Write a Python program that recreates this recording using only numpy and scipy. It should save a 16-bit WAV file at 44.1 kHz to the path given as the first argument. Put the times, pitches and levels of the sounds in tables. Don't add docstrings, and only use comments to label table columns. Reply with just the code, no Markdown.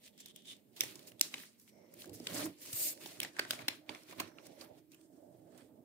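import sys
import numpy as np
from scipy import signal
from scipy.fft import rfft, irfft
from scipy.io import wavfile

SR = 44100
rng = np.random.default_rng(int(sys.argv[2]) if len(sys.argv) > 2 else 0)


def voltage_ratio(decibels):
    exponent = np.asarray(decibels, float) / 20
    return 10 ** exponent


def to_wav(sig):
    pcm = np.clip(np.atleast_2d(sig), -1, 1) * 32767
    pcm = np.round(pcm).astype(np.int16)
    wavfile.write(sys.argv[1], SR, pcm.T)


N = 257569

SNAP_LAG_SAMPLES, SLIDE_LAG_SAMPLES = 5.44, 2.82


def band(x, low_hz, high_hz, order=2):
    return signal.sosfilt(signal.butter(order, [low_hz, high_hz], "band", fs=SR, output="sos"), x)


def rms_one(x):
    return x / np.sqrt(np.mean(x ** 2) + 1e-20)


def peak_one(x):
    return x / np.abs(x).max(axis=1, keepdims=True)


def power_sum(*levels_db):
    return 10 * np.log10(sum(voltage_ratio(2 * db) for db in levels_db) + 1e-14)


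def in_time(rows):
    s, *columns = np.transpose(rows)
    return [np.interp(np.arange(N) / SR, s, c) for c in columns]


def at_hz(points, hz):
    points = np.array(points)
    return np.interp(np.log(hz), np.log(points[:, 0]), points[:, 1])


def drift(rate_hz):
    r = np.exp(-40 * np.pi * rate_hz / SR)
    slow = signal.lfilter([1], [1, -2 * r, r * r], rng.standard_normal(N // 20 + 2002))[2000:]
    return np.interp(np.arange(N) / 20, np.arange(len(slow)), rms_one(slow))


def resonance(x, hz, width_hz):
    r = np.exp(-np.pi * width_hz / SR)
    poles = [1, -2 * r * np.cos(2 * np.pi * hz / SR), r * r]
    return signal.lfilter([(1 - r * r) / 2, 0, (r * r - 1) / 2], poles, x)


def pair(mid, side, alike):
    alike = np.clip(alike, 0, 1)
    both = np.sqrt(1 + alike) * mid + np.sqrt(1 - alike) * side * [[1], [-1]]
    return both / np.sqrt(1 + alike)


def place(x, pan_db, lag_samples):
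    delay = np.exp(-2j * np.pi * np.fft.rfftfreq(x.shape[1]) * lag_samples)
    late = np.array([x[0], irfft(rfft(x[1]) * delay, x.shape[1])])
    return late * voltage_ratio(np.array([pan_db / 2, -pan_db / 2]).reshape(2, -1))


# (frequency [Hz], density [dB per Hz])
FLOOR_SPECTRUM = [(18, -54.5), (30, -20), (106, 2), (252, 2), (345, -3.5), (486, -18.5), (584, -12.5),
                  (1100, -18), (4300, -26), (8740, -24), (16000, -13)]


def floor():
    hz = np.maximum(np.fft.rfftfreq(N, 1 / SR), 20)
    noise = irfft(rfft(rng.standard_normal((2, N))) * voltage_ratio(at_hz(FLOOR_SPECTRUM, hz)), N)
    return voltage_ratio(-73.5) * rms_one(noise)


def room(x):
    t60_s, gap_s, onset_s, level_db, wall_cut_hz = 0.23, 0.0083, 0.0049, -17, 7000
    t = np.arange(SR // 2) / SR
    tail = rng.standard_normal((2, len(t))) * voltage_ratio(-60 * t / t60_s) * np.clip((t - gap_s) / onset_s, 0, 1)
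    tail = band(tail, 500, wall_cut_hz, order=1)
    tail = tail / np.sqrt(np.sum(tail ** 2, axis=1, keepdims=True))
    return voltage_ratio(level_db) * signal.fftconvolve(x, tail, axes=1)[:, :N]


# (time [s], rumble [dB], upper mode share [dB])
PRESS = [(0, -70.5, -3), (.67, -67, -10), (1.05, -62, 2), (1.63, -71, -16.5), (1.77, -64, 5.5),
         (2.04, -60.5, -2), (2.09, -49.5, -9), (2.29, -55, -6.5), (2.36, -47.5, 5), (2.48, -43, -7.5),
         (2.55, -62.5, -5), (2.86, -64, 6), (3.64, -58.5, -14.5), (3.9, -69, 2.5), (4.7, -57.5, 1.5),
         (4.91, -71, -13), (5.24, -58.5, -1), (5.84, -57.5, -8)]
# (time [s], left-right [dB])
TABLE_SIDE = [(0.0, -10), (0.08, -15), (2.55, -5.5), (3.04, -12), (3.5, -6.5), (4.05, -10.5), (5.77, -10),
              (5.84, -6.5)]
# (frequency [Hz], width [Hz], level [dB])
TABLE_LOW = [(114, 42, -5.5), (186.7, 20, -3.5), (241.8, 20, 0), (320, 95, -1), (446, 120, -7.5)]
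# (frequency [Hz], width [Hz], level [dB])
TABLE_UPPER = [(514, 140, -0.5), (610, 110, 5), (881, 170, -10)]
# (frequency [Hz], likeness [0-1])
LIKENESS = [(200, 1), (600, 0.11), (1400, 0.049), (3000, 0.23), (7000, 0.075), (12000, 0.054)]


def table(rough_db):
    (lean_db, upper_db), (pan_db,) = in_time(PRESS), in_time(TABLE_SIDE)
    shake_db = strokes()[0] + 7.5
    rumble_db = power_sum(lean_db, shake_db)
    upper_share_db = power_sum(lean_db + upper_db, shake_db - 5.5) - rumble_db
    out = 0
    for modes, share_db in ((TABLE_LOW, 0), (TABLE_UPPER, upper_share_db)):
        push = pair(*rng.standard_normal((2, N)), at_hz(LIKENESS, modes[1][0]))
        body = 0
        for k, (hz, width_hz, db) in enumerate(modes):
            body = body + (-1) ** k * voltage_ratio(db + 1.5 * drift(3.0)) * resonance(push, hz, width_hz)
        out = out + rms_one(band(body, 75, 930)) * voltage_ratio(share_db + rough_db * drift(31))
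    return out * voltage_ratio(rumble_db - 6.5 + np.array([pan_db, -pan_db]) / 2)


# (time [s], peak [dB], frequency [Hz])
KNOCKS = [(0.805, -36.5, 343), (0.834, -39, 405), (1.21, -35, 289), (2.055, -48.5, 210),
          (2.076, -49.5, 196), (2.095, -56, 320), (2.112, -45, 108), (2.141, -48.5, 107),
          (2.202, -34.5, 304), (2.731, -40.5, 116), (3.059, -43.5, 320), (3.231, -55, 287),
          (3.394, -30.5, 398), (3.5075, -39.5, 600), (3.531, -37.5, 352.4), (3.621, -39, 280),
          (3.682, -32.5, 293), (3.894, -37, 343), (4.202, -33.5, 320), (4.602, -58, 326)]


def knocks(cycles):
    out, t = np.zeros(N + 2048), np.arange(2048) / SR
    for s, peak_db, hz in KNOCKS:
        i = round((s + .001) * SR)
        swell = t * hz * np.exp(-t * hz / cycles)
        out[i:i + 2048] += voltage_ratio(peak_db + 6.0) * np.sin(2 * np.pi * hz * t) * swell
    return band(out[:N], 60, 4000) * voltage_ratio(np.array([[-2.5], [2.5]]))


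# (time [s], pitch [Hz], level [dB])
DRAG = [
    (2.31, 217.8, -73),
    (2.345, 230.5, -46.5),
    (2.37, 259, -52),
    (2.395, 291.5, -45),
    (2.415, 311, -56),
    (2.44, 303.8, -38.5),
    (2.475, 319, -43),
    (2.5, 319.6, -51),
    (2.53, 313.5, -67),
]


def drag(wobble_hz, rough_db):
    hz, level_db = in_time(DRAG)
    phase = 2 * np.pi * np.cumsum(hz + wobble_hz * drift(40.1)) / SR
    tone = np.sqrt(2) * (np.sin(phase) + voltage_ratio(-19.0) * np.sin(2 * phase))
    return tone * voltage_ratio(level_db + rough_db * drift(45) + np.array([[-3.0], [2.2]]))


# (time [s], level [dB])
TURN = [
    (2.68, -83),
    (2.73, -49.5),
    (2.76, -39),
    (2.782, -38.5),
    (2.83, -33.5),
    (2.868, -37),
    (2.9, -40),
    (2.93, -47.5),
    (2.965, -87),
]
# (frequency [Hz], width [Hz], level [dB])
TURN_BANDS = [(4930, 1200, -10.5), (6650, 900, -1.5), (8700, 1300, 0.5), (10400, 3200, -1),
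              (12600, 5800, 3), (15400, 350, -1)]


def turn():
    noise = pair(*rng.standard_normal((2, N)), 0.14)
    bands = 0
    for k, (hz, width_hz, db) in enumerate(TURN_BANDS):
        bands = bands + (-1) ** k * voltage_ratio(db) * resonance(noise, hz, width_hz)
    level_db, = in_time(TURN)
    swish = rms_one(band(bands, 2399, 18000)) * voltage_ratio(level_db + 0.9 * drift(25))
    return place(swish, 0.3, SLIDE_LAG_SAMPLES)


# (time [s], pitch [Hz], share [dB], looseness [dB], second mode [dB])
POCKET = [(0, 3570, -8, -7.5, -18), (.17, 3358, -4.5, -11.5, -13.5), (.53, 3416, 3.5, -16, -18),
          (.7, 3415, -28.5, -2, -13), (1.2, 4050, -7, -1.5, -7), (1.66, 2205, -15, -4.5, -5),
          (1.73, 2139, 0.5, -7, -0.5), (1.94, 2178, -5.5, -5, -3), (2.02, 2920, -21, -5.5, -4.5),
          (2.45, 2984, -19, 3.5, -5.5), (2.58, 2895, -9, -3.5, -9), (2.95, 2612, -8, -5, -8.5),
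          (3.2, 2410, -8.5, 0.5, -8.5), (3.38, 1520, -4, -1, -12), (3.49, 1529, -7.5, -2.5, -13),
          (3.54, 2402, -8, 0.5, -6), (4.15, 2211, -9, 2.5, -3), (4.32, 2184, -5.5, 7.5, 3),
          (4.55, 2204, -7.5, -3.5, 3.5), (4.63, 2288, -13.5, 4.5, 0), (4.93, 2354, -5.5, -1.5, -3),
          (5.0, 3327, -3.5, 10, 7), (5.84, 3266, -10.5, 1, 8)]


def pocket_loss():
    return 10 * np.log10(np.clip(1 - voltage_ratio(2 * in_time(POCKET)[1]) * 2.5, .1, 1))


# (time of top [s], level [dB], brightness [dB],
# swell [ms per 20 dB], fade [ms per 20 dB])
RUBS = [(0.068, -60, 3, 54, 33), (0.188, -60.5, -5, 13, 80), (0.307, -57.5, -4.5, 134, 15),
        (0.499, -50.5, -1.5, 44, 60.5), (0.675, -85, -4, 270, 107), (0.811, -67, 6.5, 71, 72.5),
        (0.99, -68.5, -1, 90, 186), (1.076, -60, 9, 8, 31), (1.423, -60.5, 4, 124, 66),
        (1.692, -68, 3.5, 23, 21), (1.836, -72, -11, 253, 744), (2.007, -59.5, 5, 37.5, 67),
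        (2.143, -64, 12.5, 12, 40), (2.407, -47.5, 4, 152, 76), (2.636, -58, 6, 42, 367),
        (2.8, -53, 6, 146, 141), (2.875, -51.5, 14.5, 120, 42), (2.93, -58.5, -2, 80, 14.5),
        (3.015, -56, 3.5, 20, 241), (4.462, -63.5, 4.5, 23, 21), (3.352, -61, -10, 8, 29.5),
        (4.099, -60, 2, 37.5, 73), (4.462, -70, -1, 206.5, 339), (4.624, -63, 2, 67, 58),
        (4.787, -72.5, 4, 50.5, 23), (5.385, -90, 8.5, 46.5, 50.5), (4.93, -68, 3, 20, 20),
        (5.504, -86, 3, 559, 503), (5.594, -70, -2.5, 98, 83)]
# (time of top [s], level [dB], brightness [dB], fade [ms per 20 dB])
SETTLES = [(0.28, -74, -3, 19.5), (0.373, -61, -5.5, 75), (0.816, -55, 2.5, 179), (1.24, -54, 5, 63),
           (1.335, -57.5, -0.5, 152), (1.604, -88, 22, 175), (1.925, -91, 25, 78), (2.305, -53.5, 0, 171),
           (3.23, -51, -1.5, 69.5), (3.382, -52.5, -5.5, 180), (3.513, -51, 2, 91),
           (3.595, -54.5, -6.5, 100), (3.708, -56.5, -1.5, 89), (3.91, -57, -7.5, 79),
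           (3.949, -66.5, 2, 222), (4.2, -56, -2, 96), (4.395, -73, -23, 45), (4.936, -71.5, 0, 79.5),
           (5.015, -79, 7.5, 110.5), (5.135, -83.5, 7, 232)]
REGION_DB = [-4.5, 1, -1.7, -2.5]
BRIGHT_SHARE = [-0.37, 0, 0.89, 1.0]
POCKET_SHADE = [0.59, 0, 0.13, 1]


def strokes():
    settle_swell_ms, round_top = 35, 0.34
    region_db, bright_share, shade = (np.reshape(v, (4, 1)) for v in (REGION_DB, BRIGHT_SHARE, POCKET_SHADE))
    t, power = np.arange(0, N + 64, 64) / SR, 1e-12
    rows = list(RUBS) + [(s, db, bright_db, settle_swell_ms, fade) for s, db, bright_db, fade in SETTLES]
    for s, db, bright_db, swell_ms, fade_ms in rows:
        away = 1000 * np.maximum((s - t) / max(swell_ms, 10), (t - s) / max(fade_ms, 10))
        shape_db = db - 20 * (np.hypot(away, round_top) - round_top)
        power = power + voltage_ratio(2 * (shape_db + region_db + bright_db * bright_share))
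    levels_db = np.array([np.interp(np.arange(N) / SR, t, db) for db in 10 * np.log10(power)])
    levels_db[0] += in_time(POCKET)[2]
    return levels_db + pocket_loss() * shade


# (low edge [Hz], high edge [Hz])
REGIONS = [(900, 1900), (1900, 4500), (4500, 9500), (9500, 16500)]
TREBLE_LEAN_DB = [0.081, .1, 1.6, 1.1]
# (time [s], left-right [dB])
SIDE = [(0.0, -1), (3.81, 0), (3.89, -3), (3.94, -1), (4.63, -3.5), (4.65, -1.5), (5.56, -5), (5.84, -7)]


def rustle(grains_per_s, crumple, patchy_db, pocket_width_hz):
    flap_db, mid_db, hiss_db, air_db = strokes()
    pocket_hz, pocket_db, _, overtone_db = in_time(POCKET)
    born = rng.random(N) < grains_per_s * voltage_ratio(6.5 * drift(14)) / SR
    sizes = voltage_ratio(3.5 * np.minimum(rng.exponential(1, N), 2.5))
    cracks = rms_one(signal.lfilter(np.hanning(40), [1], born * sizes))
    crumple = np.clip(crumple, 0, 1)
    shake = np.sqrt(1 - crumple + crumple * np.minimum(cracks, 4.5) ** 2)
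    mid, side = rng.standard_normal((2, N)) * shake
    levels_db = (flap_db, mid_db + pocket_loss(), hiss_db, air_db)
    out = 0
    for (low, high), level_db, lean_db in zip(REGIONS, levels_db, TREBLE_LEAN_DB):
        alike = at_hz(LIKENESS, np.sqrt(low * high))
        both = rms_one(band(pair(mid, side, alike), low, high, order=3))
        out = out + both * voltage_ratio(level_db + patchy_db * drift(28) + lean_db / 2 * np.array([[-1], [1]]))
    overtone = 2.6
    phase = 2 * np.pi * np.cumsum(pocket_hz) / SR
    slow = rng.standard_normal((2, N)) + 1j * rng.standard_normal((2, N))
    slow = signal.sosfilt(signal.butter(2, pocket_width_hz / 2, fs=SR, output="sos"), slow)
    pace = np.cumsum(np.clip(pocket_hz / 3600, 0, 1) ** 2.0)
    narrow = shake * np.array([np.interp(pace % N, np.arange(N), v) for v in slow])
    wide = shake * np.array([np.interp(overtone * pace % N, np.arange(N), v) for v in slow])
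    lower = narrow * np.exp(1j * phase)
    upper = voltage_ratio(overtone_db + 0.83 * drift(7.2)) * wide[::-1] * np.exp(1j * overtone * phase)
    out = out + rms_one((lower + upper).real) * voltage_ratio(mid_db + pocket_db)
    return place(out, *in_time(SIDE), SLIDE_LAG_SAMPLES)


def starve(x):
    gap_share, gap_db, gap_from_hz = .022, -30, 2800
    hz, _, cells = signal.stft(x, SR, nperseg=512)
    dropped = rng.random((len(hz) // 2 + 1, cells.shape[2] // 6 + 1)) < gap_share
    dropped = np.kron(dropped, np.ones((2, 6)))[:len(hz), :cells.shape[2]]
    dropped = dropped * (hz > gap_from_hz)[:, None]
    return signal.istft(cells * voltage_ratio(gap_db * dropped), SR, nperseg=512)[1][:, :N]


# (time [s], peak [dB], frequency [Hz], left-right [dB])
FLAP_PANELS = [(0.806, -48, 619, 3), (1.21, -48, 960, -7.5), (1.339, -44, 1135, -8),
               (2.201, -45, 638, -4.0), (2.269, -46.5, 517, -9), (3.059, -47, 840, -19.5),
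               (3.23, -55.5, 830, -2.0), (3.247, -50.5, 835, -3), (3.394, -37, 590, -9.5),
               (3.5075, -36, 612, -4), (3.532, -39, 649, -6.5), (3.682, -41, 813, -19),
               (3.894, -40, 890, -16), (4.124, -48, 538, -10), (4.199, -39, 1028, -5),
               (4.385, -55, 591, -6), (4.619, -49, 545.6, -11)]
# (time [s], peak [dB], frequency [Hz], left-right [dB])
WIDE_PANELS = [(0.8066, -27, 2400, -5), (0.8144, -36.5, 1950, -0.5), (0.836, -49, 1940, 3),
               (1.2109, -32.5, 2470, -3), (1.3404, -32, 2400, -4), (1.4351, -46, 1920, 4),
               (2.0428, -51, 1310, -1.5), (2.2692, -33.5, 1950, -1), (3.2011, -37, 2377, 2),
               (3.2306, -42, 2190, -5), (3.2485, -35, 1850, -4.5), (3.3667, -45, 1640, 2),
               (3.3864, -34, 1550, -0.5), (3.3952, -26, 1530, 3.5), (3.5076, -27, 1550, 0.5),
               (3.5319, -46, 1467, 3), (3.5922, -35, 2170, 2), (3.682, -30.5, 2140, -16),
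               (3.8921, -32.5, 2300, -11), (3.9474, -50, 2170, -6), (3.9589, -43, 2220, -5),
               (4.1984, -32.5, 2300, -14), (4.2174, -40.5, 1250, 2), (4.3849, -44, 2510, -10)]
# (time [s], peak [dB], frequency [Hz], left-right [dB])
MIDDLE_PANELS = [(0.2576, -43, 3700, -13), (0.3613, -44, 3330, 13), (0.8076, -22, 3510, -12.5),
                 (0.8144, -41, 3640, -4), (1.1955, -35.5, 3550, -1), (1.2116, -22.5, 4100, -5),
                 (1.3418, -30, 2840, 8), (2.269, -41, 2570, 7), (3.2015, -20, 3120, -1),
                 (3.2184, -40.5, 3210, 6), (3.2309, -40, 2780, 3), (3.3978, -35, 2660, 12),
                 (3.3944, -28, 3270, -3), (3.5077, -28, 3130, 1), (3.684, -26, 3440, 13),
                 (3.8928, -36.5, 3550, 24), (4.1946, -40, 2570, -6), (4.386, -46, 2853, -5),
                 (4.6111, -54, 5160, -10.0), (4.6115, -38, 4705, -16), (4.9348, -55, 2700, -14)]
# (time [s], peak [dB], frequency [Hz], left-right [dB])
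MORE_MIDDLE_PANELS = [
    (4.2, -31.5, 3440, -14),
    (3.3, -52, 2700, 1),
    (3.477, -46, 3200, 1.5),
    (4.3845, -49.5, 1320, -1),
    (4.3845, -47, 4100, -3),
    (4.62, -48, 2450, -3),
    (1.401, -44, 1800, -1),
    (2.4, -38, 10800, 0),
    (1.38, -45, 5200, 2),
]
# (time [s], peak [dB], frequency [Hz], left-right [dB])
SECOND_PANELS = [(0.8071, -29, 5750, -8), (1.2116, -19, 5470, 4), (1.3411, -35, 3830, -4),
                 (2.2692, -39, 4640, -5), (2.367, -37, 4570, -8), (3.2306, -40.5, 5490, -21),
                 (3.3952, -25.5, 4570, -8.5), (3.5077, -26.5, 4920, 10.5), (3.6004, -53, 4590, -4.5),
                 (3.6842, -24.5, 4040, -4), (3.8935, -39.5, 4740, -15.5), (4.2014, -31, 4280, -3)]
# (time [s], peak [dB], frequency [Hz], left-right [dB])
SMALL_PANELS = [(0.2029, -44, 7370, -9), (0.8069, -19.5, 5740, -12.5), (0.8362, -34, 6100, -5.5),
                (1.1952, -38.5, 8490, -5.5), (1.2116, -15.5, 7420, -5), (1.939, -41, 12000, 10),
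                (2.1344, -43, 11300, 4), (2.1999, -41, 5300, 2), (2.2692, -30, 8230, -0.5),
                (2.7297, -30, 12600, 4), (2.8688, -24, 12680, 0), (3.2024, -29, 8600, -5),
                (3.2302, -38, 5400, -8), (3.3944, -33, 5200, -3.5), (3.5079, -27.5, 9000, 2),
                (3.683, -19, 5130, 4)]
PANEL_LAG_SAMPLES = [1.2, 2.5, 4.2, 4.1, 5.1]


def panels():
    rise = 0.58
    groups = (FLAP_PANELS, WIDE_PANELS, list(MIDDLE_PANELS) + list(MORE_MIDDLE_PANELS), SECOND_PANELS, SMALL_PANELS)
    rings = ((1.5, -5), (1.8, -3), (2.9, -6.5), (8.2, -5), (6.3, -6.5))   # (length [cycles], trim [dB])
    out, t = np.zeros((2, N + 1024)), np.arange(1024) / SR
    for rows, (cycles, trim_db), lag in zip(groups, rings, PANEL_LAG_SAMPLES):
        for s, peak_db, hz, pan_db in rows:
            u = t * hz / cycles
            ring = (u / rise) ** rise * np.exp(rise - u) * np.sin(2 * np.pi * hz * t)
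            i = round(s * SR)
            out[:, i:i + 1024] += voltage_ratio(peak_db + trim_db) * place(np.array([ring, ring]), pan_db, lag)
    return out[:, :N]


# (time [s], peak [dB],
# frequency [Hz])
FLICKS = [(0.1775, -51.5, 7060), (0.1908, -55, 6500), (0.283, -50, 8000), (0.421, -59, 5000),
          (0.472, -50, 8000), (5.012, -58, 9000), (0.565, -55.5, 7500), (2.057, -47, 10000),
          (2.131, -51, 11000), (2.975, -50.5, 1900), (4.033, -52.5, 4960), (3.2165, -36, 2490)]


def flicks():
    edge_db, ms, flap_db = -10, 1.9, -26
    rows = [(s, db, hz, edge_db, ms, flap_db) for s, db, hz in FLICKS]
    return snaps(rows, panel_q=2.0, broad_db=-1.0)


# (time [s], peak [dB], panel [Hz], edge share [dB], length [ms])
SNAPS = [(0.201, -46, 6850, -8, 7.8), (0.7628, -45.5, 3730, -3.5, 13), (0.8076, -17, 4130, 6, 1.1),
         (0.8152, -33.5, 2900, -11.5, 4), (0.8344, -31, 2260, 0, 2.9), (1.21135, -12, 6000, -1.5, 1.2),
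         (1.3401, -31.5, 2400, -40, 2.5), (2.27, -26, 3330, -20, 1.2), (2.4562, -33.5, 1600, 10, 2.2),
         (2.728, -31.5, 8000, -9, 5.2), (2.8684, -32.5, 8700, 10, 2.8), (3.059, -37, 3335, -14, 2.8),
         (3.202, -23.5, 3040, 0, 0.89), (3.23, -28.5, 2500, -0.5, 3.4), (3.2482, -34, 2330, -18, 1.2),
         (3.3874, -36, 1706, -15, 1.6), (3.3933, -22, 1760, -13.5, 1.9), (3.5075, -20, 3300, -2, 1.94),
         (3.5331, -34.5, 1973, -18.5, 1.4), (3.5899, -41.5, 2200, -30.5, 2.5),
         (3.682, -21.5, 2330, -5, 2.5), (3.8927, -37.5, 2900, -39, 3.5), (4.1988, -28, 2467, -1.5, 4.2),
         (4.612, -44.5, 4640, -5, 3.6)]
# (time [s], peak [dB], panel [Hz], edge share [dB])
TICKS = [(2.0752, -54, 9000, 5), (0.2592, -40, 4840, 1.5), (0.3607, -42, 3030, 10),
         (0.455, -49.5, 3273, -7), (0.9555, -40.5, 6040, -9.5), (0.9923, -45, 3650, -1),
         (1.118, -49, 2510, -9), (1.195, -48, 8470, -6.5), (1.38, -44.5, 2830, -19), (1.436, -46, 1740, -7),
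         (1.5973, -51.5, 8960, 12), (1.677, -57, 2180, -14), (1.9392, -47.5, 2140, 6.5),
         (2.0193, -42, 3620, -8.5), (2.043, -48, 1423, -4), (4.201, -29, 980, -9),
         (2.0945, -45, 7960, -11.5), (2.1992, -47.5, 5200, 2), (3.366, -42, 1830, -14),
         (3.4495, -41, 1553, -25.5), (3.619, -43.5, 2204, -6), (3.9482, -41, 2130, -25),
         (4.11, -42.5, 2310, -6), (4.1241, -45, 2304, -32), (4.3849, -54, 2530, -33),
         (4.467, -45.5, 7500, -8), (1.027, -55, 3970, -2), (4.918, -50, 5630, 2), (4.945, -51, 2683, 0),
         (5.5767, -50.5, 8220, 5)]


def buckles():
    loose_db = in_time(POCKET)[2]
    rows = []
    for s, db, hz, edge_db, ms in SNAPS:
        flap_db = -16 + loose_db[round(s * SR)] - 8.5 * np.log2(hz / 2200)
        flap_db -= 0.88 * (db + 32.5)
        rows.append((s, db, hz, edge_db, ms, flap_db))
    for s, db, hz, edge_db in TICKS:
        rows.append((s, db, hz, edge_db, 2.1, -26 - 0.7 * edge_db))
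    return rows


def snaps(rows, panel_q, broad_db):
    out, t = np.zeros((2, N + 1024)), np.arange(1024) / SR
    pan_db, = in_time(SIDE)
    for s, peak_db, hz, edge_db, ms, flap_db in rows:
        u = t / (max(ms, .4) * 0.0018)
        cracks = pair(*rng.standard_normal((2, 1024)), 0.16)
        burst = cracks * u ** 0.29 * np.exp(-1.6 * u)
        width_hz = hz / panel_q * (1 + (hz / 6000) ** 2)
        panel = peak_one(resonance(burst, hz, width_hz))
        crack_db = broad_db + 0.26 * min(edge_db, 0)
        body = peak_one(panel + voltage_ratio(crack_db) * peak_one(band(burst, 2200, 7400)))
        both = peak_one(body + voltage_ratio(edge_db) * peak_one(band(burst, 5000, 16000)))
        flap = peak_one(band(cracks * u * np.exp(-.9 * u), 550, 1300))
        i = round(s * SR)
        snap = place(both + voltage_ratio(flap_db) * flap, pan_db[i], SNAP_LAG_SAMPLES)
        out[:, i:i + 1024] += voltage_ratio(peak_db + 2.0) * snap
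    return out[:, :N]


def scene():
    cracks = snaps(buckles(), panel_q=3.9, broad_db=-4.5)
    blows, rings = knocks(cycles=0.66), panels()
    sheet = rustle(grains_per_s=240, crumple=.17, patchy_db=1.95, pocket_width_hz=780)
    echo = room(voltage_ratio(0.5) * cracks + blows + voltage_ratio(-3) * rings)
    steady = echo + sheet + table(rough_db=2.0) + floor() + turn() + drag(wobble_hz=23.66, rough_db=0.5)
    steady = starve(signal.sosfilt(signal.cheby2(14, 50, 16200, fs=SR, output="sos"), steady))
    return cracks + blows + rings + flicks() + steady


def top_cut(x):
    return signal.sosfilt(signal.butter(12, 16980, fs=SR, output="sos"), x)


def record(dry):
    thin = signal.sosfilt(signal.butter(2, 9.9, "high", fs=SR, output="sos"), dry)
    mix = signal.sosfilt(signal.cheby2(10, 60, 17100, fs=SR, output="sos"), thin)
    return top_cut(mix)


dry = scene()
out = record(dry)
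to_wav(out)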